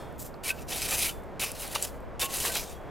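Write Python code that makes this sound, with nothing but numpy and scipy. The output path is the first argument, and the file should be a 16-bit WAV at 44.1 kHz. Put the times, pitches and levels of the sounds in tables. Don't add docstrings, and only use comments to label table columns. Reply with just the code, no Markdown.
import sys
import numpy as np
from scipy import signal
from scipy.fft import rfft, irfft
from scipy.io import wavfile
from scipy.ndimage import uniform_filter1d

SR = 44100
rng = np.random.default_rng(int(sys.argv[2]) if len(sys.argv) > 2 else 0)


def put_to_file(sound):
    columns = np.atleast_2d(sound).T
    safe = np.clip(columns, -1, 1)
    whole_steps = np.round(safe * 32767)
    wavfile.write(sys.argv[1], SR, whole_steps.astype(np.int16))


def elevation(decibels):
    levels = np.asarray(decibels, float)
    return 10 ** (levels / 20)


N = 127890
TIME = np.arange(N) / SR


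def level(x, db=0):
    return x * elevation(db) / np.sqrt(np.mean(x ** 2))


def colour(x, table):
    hz, db = np.array(table, float).T
    f = np.linspace(1, SR / 2, num=2049)
    shape_db = np.interp(np.log(f), np.log(hz), db, right=db[-1] - 30)
    cepstrum = irfft(shape_db * np.log(10) / 20)
    cepstrum[1:2048] *= 2
    cepstrum[2049:] = 0
    response = irfft(np.exp(rfft(cepstrum)))
    return signal.fftconvolve(x, response)[:N]


def mode(x, hz, t60):
    r = np.exp(-np.log(1000) / (t60 * SR))
    w = 2 * np.pi * hz / SR
    gain = np.sin(w) * np.sqrt(2 * (1 - r * r))
    return signal.lfilter([gain], [1, -2 * r * np.cos(w), r * r], x)


def walk(rate):
    k = int(SR / rate)
    steps = np.repeat(rng.standard_normal(N // k + 1), k)
    smooth = uniform_filter1d(uniform_filter1d(steps, k), k)
    return level(smooth[:N])


def grains(per_s=16000, spread_db=2.2):
    hit = rng.random(N) < per_s / SR
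    size = np.minimum(rng.exponential(size=N), 3)
    return level(hit * rng.standard_normal(N) * elevation(spread_db * size))


def gains(table):
    s, db = np.array(table, float).T
    return elevation(np.interp(TIME, s, db, left=-150, right=-150))


def knocks(rows):
    out = np.zeros(N + 8192)
    t = np.arange(8192) / SR
    for s, db, hz, crack_s, ring_s in rows:
        noise = rng.standard_normal(8192)
        bright = noise - np.roll(noise, shift=2)
        crack = bright * elevation(-60 * t / crack_s) * np.minimum(t / (0.035 * crack_s), 1)
        knock = mode(crack, hz, ring_s)
        i = int(s * SR)
        out[i:i + 8192] += elevation(db) * knock / np.abs(knock).max()
    return out[:N]


# (frequency [Hz], level [dB])
RUMBLE = [(53, -30), (90, -6), (312, -8), (363, -5), (574, -2.5), (1780, -17), (3590, -32.5),
          (15100, -55.5), (16500, -75)]
# (frequency [Hz], level [dB])
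WIND_TONE = [(15, -11), (30, 2), (60, -13.5), (130, -9), (300, -13), (700, -16.5), (1500, -35.5),
             (5000, -62)]


def outdoors():
    rumble = sum(colour(rng.standard_normal(N), RUMBLE) * elevation(1.9 * walk(rate)) for rate in (1.5, 6, 15))
    rumble = level(rumble, -45)

    hum_hz, hum_width_hz, hum_db = 63, 6.9, -49
    hum = np.array([level(mode(rng.standard_normal(N), hum_hz, 2.0 / hum_width_hz), hum_db) for _ in range(2)])

    wind_db, swing_db = -45, 1.3
    wind = np.array([level(colour(rng.standard_normal(N), WIND_TONE) * elevation(swing_db * walk(3.25)), wind_db)
                     for _ in range(2)])
    deep = signal.sosfilt(signal.butter(2, 85, fs=SR, output="sos"), wind)

    rise_db_per_s, gust_db, gust_s, gust_len_s = 1.8, 6, 2.43, 0.056
    gust = rise_db_per_s * (TIME - TIME.mean())
    gust += gust_db * np.exp(-((TIME - gust_s) / gust_len_s) ** 2)
    lean = elevation(2.5 * np.array([[1], [-1]]))
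    return rumble + hum * lean + deep * lean * elevation(gust) + (wind - deep) / lean


# (frequency [Hz], level after a stroke [dB], level after an earlier throw [dB], ring time t60 [s])
FREE_BLADE = [(3300, -9, -6, 0.98), (3485, -8, -18, 0.4), (3590, -12, -5, 0.74), (4280, -12, -13, 0.3),
              (4900, -1, -17, 0.32), (5270, -15, -12, 0.25)]


def free_blade(grit):
    stroke_db, throw_db = -33, -63
    throw = signal.unit_impulse(N) * elevation(throw_db) * 100
    return sum(mode(elevation(stroke_db + grit_gain) * grit + elevation(throw_gain) * throw, hz, t60)
               for hz, grit_gain, throw_gain, t60 in FREE_BLADE)


# (frequency [Hz], level [dB])
GRIT_TONE = [(880, -40), (1500, -6), (2010, -20), (2480, -4), (4130, -3.5), (4520, -1.5), (11000, -3),
             (15900, -10.5), (16500, -46)]
# (frequency [Hz], level [dB])
SAND_TONE = [(1470, -29), (2500, -11.5), (4660, -8), (7610, -1), (9270, -5), (15000, 1), (16100, -23.5),
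             (16500, -37)]
# (time [s], level [dB])
LANDING_SAND = [(.18, -56), (.197, -46), (.207, -40.5), (.23, -44.5), (.265, -45), (.283, -55), (.3, -64)]


def sand():
    slide_db, slide_t60_s = -56.5, 0.41
    slide = elevation(slide_db - 60 * TIME / slide_t60_s) * level(colour(grains(), GRIT_TONE))
    patter = level(colour(grains() * elevation(2.6 * walk(90)), SAND_TONE))
    return gains(LANDING_SAND) * patter + slide


def trickle(near):
    t60_s = 0.38
    keep = elevation(-60 / t60_s / SR)
    load = signal.lfilter([1 - keep], [1, -keep], np.sqrt(np.abs(near)))
    return elevation(-38.5) * load * level(colour(grains(5000, 2.9), SAND_TONE))


# (time [s], peak level [dB], pitch [Hz])
PEBBLE_TICKS = [(.125, -47, 11100), (.62, -42, 8900), (.909, -19, 6000), (1.235, -49.5, 10000),
                (1.396, -25, 8000), (1.517, -23, 9500), (1.677, -27.5, 10000), (1.825, -15, 7540),
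                (1.944, -57, 6000), (2.004, -51, 11100), (2.402, -21, 6000), (2.553, -17, 8950)]


def pebbles():
    crack_s, ring_s = .012, .0005
    return knocks([(s, db, hz, crack_s, ring_s) for s, db, hz in PEBBLE_TICKS])


# (time [s], peak level [dB], pitch [Hz], ring time t60
# [s])
CLEAR_RINGS = [
    (0.505, -36, 1540, 0.14),
    (2.223, -36, 1090, 0.33),
    (2.5, -36, 1540, 0.11),
    (1.11, -54, 3483, 0.31),
    (2.745, -63.5, 3325, 1.2),
    (2.74, -58, 3300, .3),
    (1.12, -59, 4600, .17),
    (.341, -42.5, 4200, .004),
]


def rings():
    crack_s = .012
    return knocks([(s, db, hz, crack_s, t60) for s, db, hz, t60 in CLEAR_RINGS])


# (time [s], extra share of force)
BIG_SLIPS = [(.716, 0.37), (.757, 0.71), (.8185, .6), (.853, .7), (.887, .6), (.908, .6), (.947, 0.39),
             (.981, 0.95), (1.019, 0.52), (1.058, 0.42), (1.092, 0.43), (1.41, 0.35), (1.435, 0.51),
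             (1.553, .9), (1.619, 0.59), (1.712, .7), (1.727, .7), (1.825, 1.2), (2.3, 0.45), (2.339, .6),
             (2.368, 0.57), (2.402, 0.81), (2.451, .6), (2.476, 0.39), (2.518, 0.56), (2.567, 0.66),
             (2.595, .6), (2.63, .5), (2.695, 0.79), (2.725, .8)]


def slips():
    def settle(x, seconds):
        return signal.lfilter([1], [1, -np.exp(-1 / (seconds * SR))], x)

    small = (rng.random(N) < 40 / SR) * (0.22 + rng.random(N))
    big = np.zeros(N)
    for s, share in BIG_SLIPS:
        big[int(s * SR)] = share
    return 1 + .25 * settle(small, .008) + settle(big, 0.0082)


def patchy(x):
    band_hz, swing_db, swings_per_s = 1800, 1.7, 45
    spectrum = rfft(x)
    f = np.linspace(0, SR / 2, num=N // 2 + 1)
    out = np.zeros(N)
    for k in range(11):
        overlap = np.clip(1 - np.abs(f / band_hz - k), 0, 1)
        out += irfft(spectrum * overlap, N) * elevation(swing_db * walk(swings_per_s))
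    return level(out)


def upper_modes(x):
    low_hz, high_hz, t60_s, swing_db = 3073, 14560, 0.012, 3.5
    place = (np.arange(30) + 0.66 * rng.random(30)) / 30
    swing = [walk(14.17) for _ in range(6)]
    out = np.zeros(N)
    for k, hz in enumerate(low_hz + (high_hz - low_hz) * place):
        shifted = np.roll(swing[k % 6], k * 5003)
        out += elevation(swing_db * shifted) * mode(x, hz, t60_s)
    return level(out)


# (frequency [Hz], level [dB])
SOIL_TONE = [(200, -15.5), (400, 2), (700, 0.5), (1200, -5), (2000, -3), (3500, -18.5)]
# (frequency [Hz], level [dB])
BURIED_BLADE = [(735, -7), (1088, -11), (1536, -7), (2290, -10), (2410, -4), (2495, 0.5), (2650, -1.5),
                (2790, 0.5), (2975, -0.5), (3640, 1.5), (4610, 1.5), (5730, 0.5)]
# (time [s], level [dB])
SET_DOWN_FORCE = [(.431, -61), (.437, -37.5), (.45, -34.5), (.48, -32), (.508, -31), (.52, -44),
                  (.535, -62)]
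SHUFFLE_FORCE = [(.535, -56.5), (.59, -52), (.625, -50), (.645, -66), (.67, -69.5)]
DRAG_START_FORCE = [(0.669, -61), (.688, -39.5), (.725, -34), (.79, -35.5), (.82, -33.5), (.84, -36),
                    (.858, -35), (.88, -37.5)]
DRAG_MID_FORCE = [(.88, -35), (.89, -33), (.905, -33.5), (.94, -28.5), (.972, -33), (.99, -35)]
DRAG_END_FORCE = [(0.99, -32), (1.025, -29.5), (1.045, -28), (1.065, -30), (1.1, -38), (1.14, -56),
                  (1.2, -70)]
STAB_FORCE = [(1.393, -70), (1.396, -33.5), (1.42, -31), (1.44, -31), (1.51, -46), (1.55, -54)]
PULL_FORCE = [(1.55, -50), (1.63, -39.5), (1.7, -45.5), (1.746, -41.5)]
SNAG_FORCE = [(1.746, -38), (1.753, -24), (1.761, -28.5), (1.777, -40.5), (1.81, -40)]
FLICK_FORCE = [(1.81, -40), (1.822, -34.5), (1.838, -37), (1.851, -31), (1.862, -47), (1.874, -39.5),
               (1.91, -58), (1.98, -69)]
STAB_TWO_FORCE = [(2.194, -66), (2.195, -33), (2.22, -27.5), (2.262, -35.5), (2.275, -49), (2.29, -43)]
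DRAG_TWO_FORCE = [(2.29, -44.5), (2.339, -34.5), (2.435, -34), (2.455, -30), (2.5, -33), (2.512, -39.5),
                  (2.52, -37)]
LIFT_FORCE = [(2.52, -33.5), (2.548, -33), (2.554, -27), (2.6, -34.5), (2.66, -46.5)]
POUR_FORCE = [(2.661, -46.5), (2.725, -48), (2.79, -69)]
# (favoured pitch [Hz], blade ring level [dB], soil level [dB], fine grit level [dB])
STROKE_BLEND = [(2450, -5.5, -16, -12), (2500, -4.5, -23, -19), (2460, -10, -13.5, -8.5),
                (2500, -11, -15.5, -3), (2430, -8, -28, -3), (2630, -6.5, -14.5, -5.5),
                (2660, -12, -7, -3.5), (3000, -7, -12.5, -26), (2400, -26, -12.5, -6),
                (3070, -8.5, -12.5, -4.5), (2950, -14.5, -8.5, -4), (2480, -20, -14.5, -11),
                (3880, -7.5, -31, -29)]


def shovel():
    patchy_db = 2
    slip = slips()
    chatter = elevation(1 * walk(160)) * slip

    grit = patchy(colour(grains() * chatter, GRIT_TONE))
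    grit = level(grit + elevation(2.5) * upper_modes(grit))
    fine_hz, fine_t60_s = 10430, 0.00069
    fine = level(mode(grains() * elevation(patchy_db * walk(60)) * slip, fine_hz, fine_t60_s))
    push = level(grains(6000, 2.5) * chatter)
    soil = level(colour(grains(3000, 2.5) * elevation(patchy_db * walk(40)), SOIL_TONE))

    strokes = [SET_DOWN_FORCE, SHUFFLE_FORCE, DRAG_START_FORCE, DRAG_MID_FORCE, DRAG_END_FORCE, STAB_FORCE,
               PULL_FORCE, SNAG_FORCE, FLICK_FORCE, STAB_TWO_FORCE, DRAG_TWO_FORCE, LIFT_FORCE, POUR_FORCE]
    favour_octaves = 0.19
    blade_hz = np.array(BURIED_BLADE)[:, 0]
    scrape = np.zeros(N)
    drive = np.zeros((len(BURIED_BLADE), N))
    for stroke, (favoured_hz, ring_db, soil_db, fine_db) in zip(strokes, STROKE_BLEND):
        force = gains(stroke)
        scrape += force * (0.76 * grit + elevation(soil_db) * soil + elevation(fine_db) * fine)
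        distance = np.log2(blade_hz / favoured_hz) / favour_octaves
        share = 0.58 + np.exp(-distance ** 2)
        drive += share[:, None] * force * elevation(ring_db) * push

    blade_t60_s = 0.032
    blade = sum(elevation(db + patchy_db * walk(15)) * mode(d, hz, blade_t60_s)
                for d, (hz, db) in zip(drive, BURIED_BLADE))
    return scrape + 0.31 * blade + free_blade(scrape)


# (time [s], peak level [dB], pitch [Hz], crack time t60 [s])
STONE_CRUNCHES = [(.492, -23, 2400, 0.02), (0.503, -19.5, 2550, 0.01), (0.918, -27.5, 2460, 0.09),
                  (1.019, -31, 2450, 0.036), (1.055, -32, 2280, 0.07), (1.436, -24.5, 2590, 0.0096),
                  (1.755, -26, 1116, 0.029), (1.757, -30.5, 650, 0.039), (2.213, -28, 2740, 0.17),
                  (2.214, -26, 3550, 0.11), (2.218, -31, 400, 0.04), (2.213, -34, 1540, .06),
                  (2.402, -31, 2950, 0.088), (2.47, -31, 2880, 0.065), (2.553, -27, 2410, 0.092),
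                  (2.565, -29, 440, 0.05), (2.555, -32.5, 733, 0.057), (2.556, -31, 3220, 0.045),
                  (2.595, -34, 2400, 0.028), (2.554, -31.5, 1460, 0.06), (.452, -34, 2310, .1),
                  (.716, -36, 3500, .05), (.722, -32, 2670, 0.054), (.757, -33, 690, 0.037),
                  (.818, -33, 2320, .06), (.915, -33, 740, 0.1), (.915, -35, 1190, 0.085),
                  (.918, -34.5, 1800, .06), (.981, -27.5, 9740, .06), (1.019, -27, 9150, .05),
                  (1.085, -37.5, 1390, .06), (1.089, -31, 3000, .04), (1.42, -39, 760, 0.11),
                  (1.431, -35.5, 1100, 0.088), (1.824, -26, 7940, .03), (2.3, -42, 2020, .04),
                  (2.447, -42, 1800, .05), (2.47, -34, 1160, 0.058), (2.49, -34, 685, .05),
                  (2.625, -43, 2270, 0.042), (1.755, -32.5, 830, 0.047), (1.755, -27, 2730, 0.035),
                  (1.943, -42, 650, .015), (1.025, -36, 720, .08), (.715, -37, 734, .1),
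                  (1.42, -30, 3650, 0.093), (2.45, -37, 560, 0.061), (1.835, -31, 7020, 0.048)]


def stones():
    ring_s = 0.024
    return knocks([(s, db, hz, crack_s, ring_s) for s, db, hz, crack_s in STONE_CRUNCHES])


def scene():
    near = sand() + pebbles() + rings() + shovel() + stones()
    t = np.arange(8192) / SR
    scatter_t60_s, scatter_db = 0.09, -12.5
    tail = rng.standard_normal(8192) * elevation(-60 * t / scatter_t60_s)
    tail = tail / np.linalg.norm(tail)
    near = near + elevation(scatter_db) * signal.fftconvolve(near, tail)[:N]
    return near + trickle(near) + outdoors()


def band_limit(x):
    return signal.sosfilt(signal.butter(12, 16670, fs=SR, output="sos"), x)


def record(dry):
    top_cut = signal.ellip(8, .3, 50, 15900, fs=SR, output="sos")
    mix = signal.sosfilt(top_cut, dry)
    return band_limit(mix)


dry = scene()
out = record(dry)
put_to_file(out)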